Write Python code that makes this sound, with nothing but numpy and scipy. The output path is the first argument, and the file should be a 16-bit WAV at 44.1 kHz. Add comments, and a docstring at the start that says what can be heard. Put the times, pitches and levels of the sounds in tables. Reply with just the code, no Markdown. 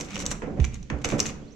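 """Steel cable worked through small pulleys and a clamp clicks and rasps: contact noise excites metal resonances.
The clamp sits on a hollow moulded shell, close by, indoors; handling draws knocks (noise bands and decaying
modes), low thumps (damped sines) and a brief groan (a gliding tone) from the shell.
A small room rings after the metal (convolution with decaying noise), and a faint rising chirp comes near the end.
Beneath lie the rumble of the hands and the steady air of the room, both filtered noise."""
import sys
import numpy as np
from scipy import signal
from scipy.fft import rfft, irfft, next_fast_len
from scipy.io import wavfile

SR = 44100
rng = np.random.default_rng(int(sys.argv[2]) if len(sys.argv) > 2 else 0)


def digitize_waveform(pressure):
    """Quantize a signal to 16-bit integers and store it at the path in sys.argv[1].

    Rows of a 2-D input are taken as channels; values are limited to [-1, 1].
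    """
    field = np.atleast_2d(pressure).T
    bounded = np.clip(field, -1, 1)
    quanta = np.round(bounded * 32767).astype(np.int16)
    wavfile.write(sys.argv[1], SR, quanta)


N = 68355
METAL_WIDTH = 0.63  # side against mid


def undb(db):
    """Amplitude ratio: the inverse of the decibel's logarithm."""
    return 10 ** (np.asarray(db) / 20)


def unit(x):
    """Normalise mean power: scale to an rms of 1."""
    return x / np.sqrt(np.mean(x ** 2) + 1e-20)


def on_log(hz, points):
    """Logarithmic frequency scale: interpolate (f/Hz, value) points along it."""
    p = np.array(points, float)
    return np.interp(np.log(np.maximum(hz, 1)), np.log(p[:, 0]), p[:, 1])


def colour(x, points, modes=()):
    """Minimum-phase filtering: a spectrum with resonance peaks, at unit power gain, made causal by its cepstrum."""
    size = 2 * next_fast_len(N)
    hz = np.arange(size // 2 + 1) * SR / size
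    peaks = sum(undb(db) / (1 + (2 * (hz - f) / width) ** 2) for f, width, db in modes)
    gain = undb(on_log(hz, points)) * (1 + peaks)
    cepstrum = irfft(np.log(unit(gain)))
    # Folding the cepstrum onto positive time gives the minimum phase.
    cepstrum[1:size // 2] *= 2
    cepstrum[size // 2 + 1:] = 0
    response = np.exp(rfft(cepstrum))
    return irfft(rfft(x, size) * response)[..., :N]


def pan(db):
    """Interchannel level difference: left and right gains, positive to the left."""
    return undb(np.array([[db], [-db]]) / 2)


def noise(width):
    """Partly coherent stereo: white noise whose width is side against mid."""
    mid, side = rng.standard_normal((2, N))
    return unit(np.array([mid + width * side, mid - width * side]))


def since(start):
    """Elapsed time in seconds since a moment, zero before it."""
    return np.maximum(np.arange(N) / SR - start, 0)


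def strike(start, rise, decay):
    """Impulsive loading: a smooth sine-squared rise, then exponential decay."""
    onset = np.sin(np.pi / 2 * np.minimum(since(start) / rise, 1)) ** 2
    return onset * np.exp(-since(start + rise) / decay)


def decay_60db(t, t60):
    """Exponential damping: amplitude falls by 60 dB in t60 seconds."""
    return np.exp(-np.log(1000) * t / t60)


def fade(x, start, t60s, share=1):
    """Frequency-dependent damping: overlapping octave bands of a noise each decay at their own rate."""
    spectrum = rfft(x)
    octave = np.log2(np.clip(np.fft.rfftfreq(N, 1 / SR), 125, 16000) / 125)
    out = 0
    for k in range(8):
        t60 = share * on_log(125 * 2 ** k, t60s)
        band = irfft(spectrum * np.maximum(1 - abs(octave - k), 0), N)
        out = out + band * decay_60db(since(start), t60)
    return out


def glide(curve, rough):
    """Frequency modulation: a sine integrates a pitch curve while low-passed noise wavers its amplitude."""
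    times, hz, db = np.array(curve).T
    t = since(0)
    waver_filter = signal.butter(2, 110, fs=SR, output="sos")  # cutoff in Hz
    waver = unit(signal.sosfilt(waver_filter, rng.standard_normal(N)))
    phase = 2 * np.pi * np.cumsum(np.interp(t, times, hz)) / SR
    tone = np.sin(phase) * (1 + rough * waver)
    return tone * undb(np.interp(t, times, db)) * (t > times[0]) * (t < times[-1])


def fittings():
    """Source and resonator: contacts and cable rasp excite an upper and a lower register of metal modes."""
    # Ring spectra of the fittings: f/Hz, relative spectral level/dB
    upper_ring = [(2500, -19), (3600, -8.5), (4800, -8), (5800, -3), (7400, -3.5), (8100, -7), (8600, -18),
                  (9400, -15), (11000, -29), (12200, -21.5), (14600, -41), (15800, -40)]
    lower_ring = [(300, -21), (700, -6.5), (1300, 0), (1750, -3.5), (2300, 6), (3000, -7), (3700, -5),
                  (5500, -23), (10000, -101)]
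    # Resonance peaks of the metal: f/Hz, width/Hz, height against the spectrum/dB
    metal_modes = [(2250, 600, -30), (2926, 270, 3), (5750, 200, -16), (5740, 130, -15), (6007, 180, 2),
                   (6300, 220, -11), (7240, 200, -3.5), (7780, 100, -12)]
    click_upper, click_lower = clicks()
    rasp_upper, rasp_lower = cable_rasp()
    upper = colour(click_upper + rasp_upper, upper_ring, metal_modes)
    lower = colour(click_lower + rasp_lower, lower_ring, metal_modes)
    return upper + lower


def clicks():
    """Contact excitation: short noise bursts at the pulleys and clamp drive both registers."""
    # Metal contacts: t/s, relative level/dB, relative lower-register level/dB, strongest ring f/Hz, decay/s
    contacts = [(0.0084, -23, -7, 5640, 0.0025), (0.0194, -32.5, -22, 5800, 0.0028),
                (0.144, -27, -14, 5700, 0.0031), (0.156, -18, -8.5, 5600, 0.00096),
                (0.1644, -29.5, 3, 5900, 0.0025), (0.1908, -28, -29, 5810, 0.0032),
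                (0.2011, -22.5, -8.5, 7200, 0.0025), (0.2084, -29, -14, 6000, 0.0021),
                (0.2126, -33, -15, 6400, 0.0014), (0.2548, -21, -23, 5860, 0.0015),
                (0.2627, -8.5, -23.5, 7650, 0.0017), (0.3135, -17, -15.5, 7570, 0.0038),
                (0.3194, -26.5, -11, 6250, 0.0028), (0.5992, -34, 2, 6050, 0.0041),
                (0.6415, -26, 0, 6500, 0.004), (0.6491, -18.5, -16, 6240, 0.00094),
                (0.7424, -28, -28, 6500, 0.0025), (0.827, -38.5, -11, 6060, 0.0036),
                (0.8996, -31, 3, 5900, 0.002), (1.0448, -16.5, -2.5, 6200, 0.0021),
                (1.0513, -16.5, -21, 5930, 0.0025), (1.088, -19.5, -11, 7950, 0.0023),
                (1.1002, -27, -1, 5900, 0.0033), (1.1121, -25.5, -13, 6500, 0.003),
                (1.1189, -35, 4, 5890, 0.0018), (1.1918, -16, -8, 7200, 0.0019),
                (1.201, -2.5, -26.5, 5380, 0.0031), (1.2284, -27, -21, 6170, 0.0025),
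                (1.2549, -25.5, 0, 7060, 0.0015), (1.2605, -21, -19.5, 6700, 0.0075),
                (1.265, -22, -10, 6250, 0.0028), (1.295, -39.5, 4.5, 6850, 0.0047)]
    # Place of the clicks: t/s, left-right difference/dB
    click_pan = [(0.15, 1), (0.27, 1.5), (0.6, 1), (1.25, 1.5)]
    level_db, upper_db, lower_offset_db, attack_s = -8.5, -4, 7.5, 0.0013
    upper, lower = np.zeros((2, 2, N))
    for start, db, lower_db, ring_hz, decay in contacts:
        shape = strike(start, attack_s, decay)
        shape_rms = np.sqrt(np.mean(shape ** 2))
        contact = unit(noise(METAL_WIDTH) * shape) * shape_rms * undb(db + level_db)
        place = pan(np.interp(start, *np.array(click_pan).T))
        upper += own_ring(contact, ring_hz) * undb(upper_db) * place
        lower += contact * undb(lower_db + lower_offset_db) * pan(-0.91)
    return upper, lower


def own_ring(x, hz):
    """Selective resonance: each contact favours one mode of the fitting that it strikes."""
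    ring_db, width_hz = 4.5, 670
    b, a = signal.iirpeak(hz, hz / width_hz, fs=SR)
    return x + undb(ring_db) * signal.lfilter(b, a, x)


def cable_rasp():
    """Sliding friction: random strand impulses, smeared by decay, modulate noise through each slide."""
    # Cable slides: start t/s, length/s, relative level/dB, lower against upper register/dB, roughness/0-1
    slides = [(-0.02, 0.044, -38, -13.5, 0.43), (0.013, 0.062, -49.5, -5, 0.5),
              (0.069, 0.12, -48, 6.5, 0.65), (0.176, 0.0065, -38.5, 2, 0.5),
              (0.185, 0.051, -38.5, -2.5, 0.77), (0.258, 0.054, -51, 0.5, 0.3),
              (0.304, 0.027, -35, -12, 0.57), (0.598, 0.088, -56.5, 6, 0.6), (0.72, 0.015, -64.5, 10, 0.5),
              (0.732, 0.037, -53.5, 4.5, 0.6), (0.843, 0.003, -69, 0, .4), (0.985, 0.0063, -59, 5, 0.2),
              (1.014, 0.013, -55, 5.5, 0.1), (1.041, 0.021, -35.5, 1.5, 0.35), (1.05, 0.12, -47, -2, 0),
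              (1.18, 0.039, -39, -3.5, 0.23), (1.251, 0.063, -46, -0.5, 0.65)]
    level_db, strands_per_s, grain_decay_s = 0.5, 790, 0.0015
    upper, lower = np.zeros((2, 2, N))
    for start, length, db, lower_db, rough in slides:
        strand_gain = undb(2.1 * rng.exponential(size=N).clip(0, 3))
        strands = (rng.random(N) < strands_per_s / SR) * strand_gain
        grain = unit(signal.lfilter([1], [1, -np.exp(-1 / (grain_decay_s * SR))], strands))
        swell = np.abs(np.sin(np.pi * np.minimum(since(start) / length, 1))) ** .5
        rasp = noise(METAL_WIDTH) * (1 - rough + rough * grain) * swell * undb(db + level_db)
        upper += rasp
        lower += rasp * undb(lower_db)
    return upper, lower


def shell_knocks():
    """Impact response: each knock sets off a clack, a dense boom and the shell's few long modes."""
    # Knocks: t/s, boom level/dB, clack level/dB, rise/s, ring time as a share of the shell's
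    knocks = [(0.0, -38.5, -43, 0.0013, 1.12), (0.142, -35, -46, 0.056, 1.24),
              (0.234, -41.5, -41.5, .004, 1.62), (0.313, -40, -35.5, 0.00067, 0.45),
              (0.419, -33.5, -39.5, 0.0017, 1.07), (0.469, -34.5, -57, 0.0086, 1.3),
              (0.565, -27.5, -39, 0.032, 0.42), (0.901, -32.5, -36, 0.001, 0.88),
              (1.047, -31.5, -33.5, .002, 0.72), (1.121, -30, -35, 0.00092, 0.89),
              (1.13, -27, -50, 0.001, 0.78), (1.20, -37.5, -40, .006, 1.58),
              (1.404, -45.5, -68.5, 0.027, .9)]
    # Spectra of boom and clack: f/Hz, relative spectral level/dB
    boom_spectrum = [(40, -3), (100, -0.5), (200, -3), (350, -0.5), (520, 0.5), (680, -9.5), (1100, -28),
                     (2000, -32.5), (5000, -63), (12000, -91)]
    clack_spectrum = [(300, -9.5), (700, 3.5), (1400, 3), (2400, 1), (3400, -10), (4200, -19.5),
                      (5000, -17), (6800, -12), (8000, -31), (9000, -56), (14000, -75)]
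    # Reference ring time of the shell: f/Hz, T60/s
    shell_t60 = [(100, 0.71), (300, 0.79), (600, 0.38), (1200, 0.61), (3000, 0.15), (8000, 0.19)]
    mode_db, pan_db, width = -3.5, -6, 0.33
    crack_db, crack_s = 2.5, 0.0021  # extra amplitude at the clack's onset and its decay
    out = 0
    for start, boom_db, clack_db, rise, share in knocks:
        t = since(start)
        onset = np.minimum(t / rise, 1)
        boom = colour(noise(width), boom_spectrum) * pan(pan_db) * undb(boom_db)
        crack = 1 + undb(crack_db) * np.exp(-t / crack_s)
        clack = colour(noise(0.9), clack_spectrum) * pan(-2.5) * undb(clack_db) * crack
        modes = shell_modes(t, share) * undb(boom_db + mode_db) * pan(pan_db)
        out = out + onset * (fade(boom + clack, start, shell_t60, share) + modes)
    return out


def shell_modes(t, share):
    """Modal superposition: damped sines of random phase at the shell's natural frequencies."""
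    # Long modes: f/Hz, relative level/dB, reference T60/s
    mode_table = [(152.7, -6.5, 0.87), (210.7, -5.5, 0.61), (222.1, -3, 0.88), (289.4, 0.5, 0.83),
                  (373.3, -9, 0.19), (440, -11.5, 0.28), (462.6, -13.5, 0.78), (504, -13.5, 0.89),
                  (580, -7, 0.23), (703, -26, .5), (756, -11, 0.57)]
    out = 0
    for hz, db, t60 in mode_table:
        phase = rng.uniform(0, 2 * np.pi)
        out = out + undb(db) * np.sin(2 * np.pi * hz * t + phase) * decay_60db(t, t60 * share)
    return out


def shell_thumps():
    """Damped flexure: a soft push bends the panel for a few slow cycles."""
    # Soft pushes: t/s, relative level/dB, f/Hz, rise/s, decay/s
    pushes = [(0.227, -36, 111, 0.011, .02), (0.288, -35, 40.3, 0.018, 0.11),
              (0.589, -17, 128.2, 0.0091, 0.019), (0.602, -10.5, 67.4, 0.016, 0.025),
              (0.663, -35, 121.7, 0.0091, 0.091), (0.734, -33.5, 59.2, 0.008, 0.068),
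              (0.80, -34.5, 35.6, 0.016, 0.032), (0.916, -27, 140.4, 0.011, 0.018),
              (0.927, -23, 63.6, 0.019, 0.03), (1.045, -32.5, 75, 0.0044, 0.035),
              (1.115, -24.5, 125, .012, 0.023), (1.21, -37.5, 122.3, 0.0067, 0.052),
              (1.259, -44.5, 60.2, 0.025, 0.059)]
    out = 0
    for start, db, hz, rise, decay in pushes:
        flexure = np.sin(2 * np.pi * hz * since(start))
        out = out + undb(db - 1) * strike(start, rise, decay) * flexure
    return pan(-9) * out


def groan():
    """Tonal friction: a low rubbing tone whose pitch rises slightly, then sinks."""
    # Groan: t/s, f/Hz, level before panning/dB
    groan_curve = [(0.10, 193, -56), (0.15, 201.7, -32), (0.18, 198.4, -48), (0.21, 164, -46),
                   (0.24, 142, -60), (0.28, 105, -45)]
    return glide(groan_curve, rough=.2) * pan(-5)


def chirp():
    """Rising frequency sweep: a faint, rough tone near the end."""
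    # Chirp: t/s, f/Hz, level before panning/dB
    chirp_curve = [(1.41, 3130, -67), (1.425, 3200, -64), (1.445, 3400, -72.5), (1.47, 3820, -74),
                   (1.482, 4250, -59), (1.499, 4650, -69), (1.51, 5550, -64), (1.53, 6200, -54.5),
                   (1.54, 6440, -77)]
    return glide(chirp_curve, rough=.6) * pan(-8)


def room(x):
    """Diffuse reverberation: convolve with decaying noise, the tail of a small hard room."""
    # Reverberation time: f/Hz, T60/s
    room_t60 = [(300, 1), (2000, 0.45), (6000, 0.29), (12000, 0.34)]
    level_db, build_s = -9.5, 0.0021
    tail = fade(noise(0.85), 0, room_t60) * (1 - np.exp(-since(0) / build_s))
    impulse_response = unit(tail) / np.sqrt(N)
    return signal.fftconvolve(x, impulse_response, axes=1)[:, :N] * undb(level_db)


def background():
    """Shaped broadband noise: rumble from the hands over the steady air of the room."""
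    # Handling rumble on the shell: t/s, level/dB
    handling = [(0, -41), (0.12, -46), (0.25, -34), (0.42, -45), (0.62, -32), (0.87, -47.5), (1.132, -36.5),
                (1.35, -42), (1.46, -48), (1.55, -72)]
    # Spectra of the rumble and the air: f/Hz, relative spectral level/dB
    rumble_spectrum = [(15, 0.5), (32, 0.5), (60, -1), (130, -0.5), (200, 0), (500, -50.5), (3000, -71.5)]
    air_spectrum = [(30, 0.5), (120, -1.5), (290, -5.5), (480, -7.5), (900, -29), (2500, -21.5),
                    (4800, -28), (6200, -24.5), (7600, -30.5), (8800, -47.5), (14500, -56), (16000, -73)]
    air_modes = [(275.6, 7.7, 1.7)]  # f/Hz, width/Hz, height/dB
    handling_db = np.interp(since(0), *np.array(handling).T)
    rumble = colour(noise(0.31), rumble_spectrum) * undb(handling_db)
    air = colour(noise(0.84), air_spectrum, air_modes) * undb(-51) * pan(-4.5)
    return rumble + air


def scene():
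    """Linear superposition: metal and chirp with their reverberation, the shell and the background."""
    bright = fittings() + chirp()
    shell = shell_knocks() + shell_thumps() + groan()
    return bright + room(bright) + shell + background()


def record(dry):
    """Band limitation: a steep elliptic low-pass cuts the top."""
    top_hz = 15859
    return signal.sosfilt(signal.ellip(8, .2, 70, top_hz, fs=SR, output="sos"), dry)


dry = scene()
out = record(dry)
digitize_waveform(out)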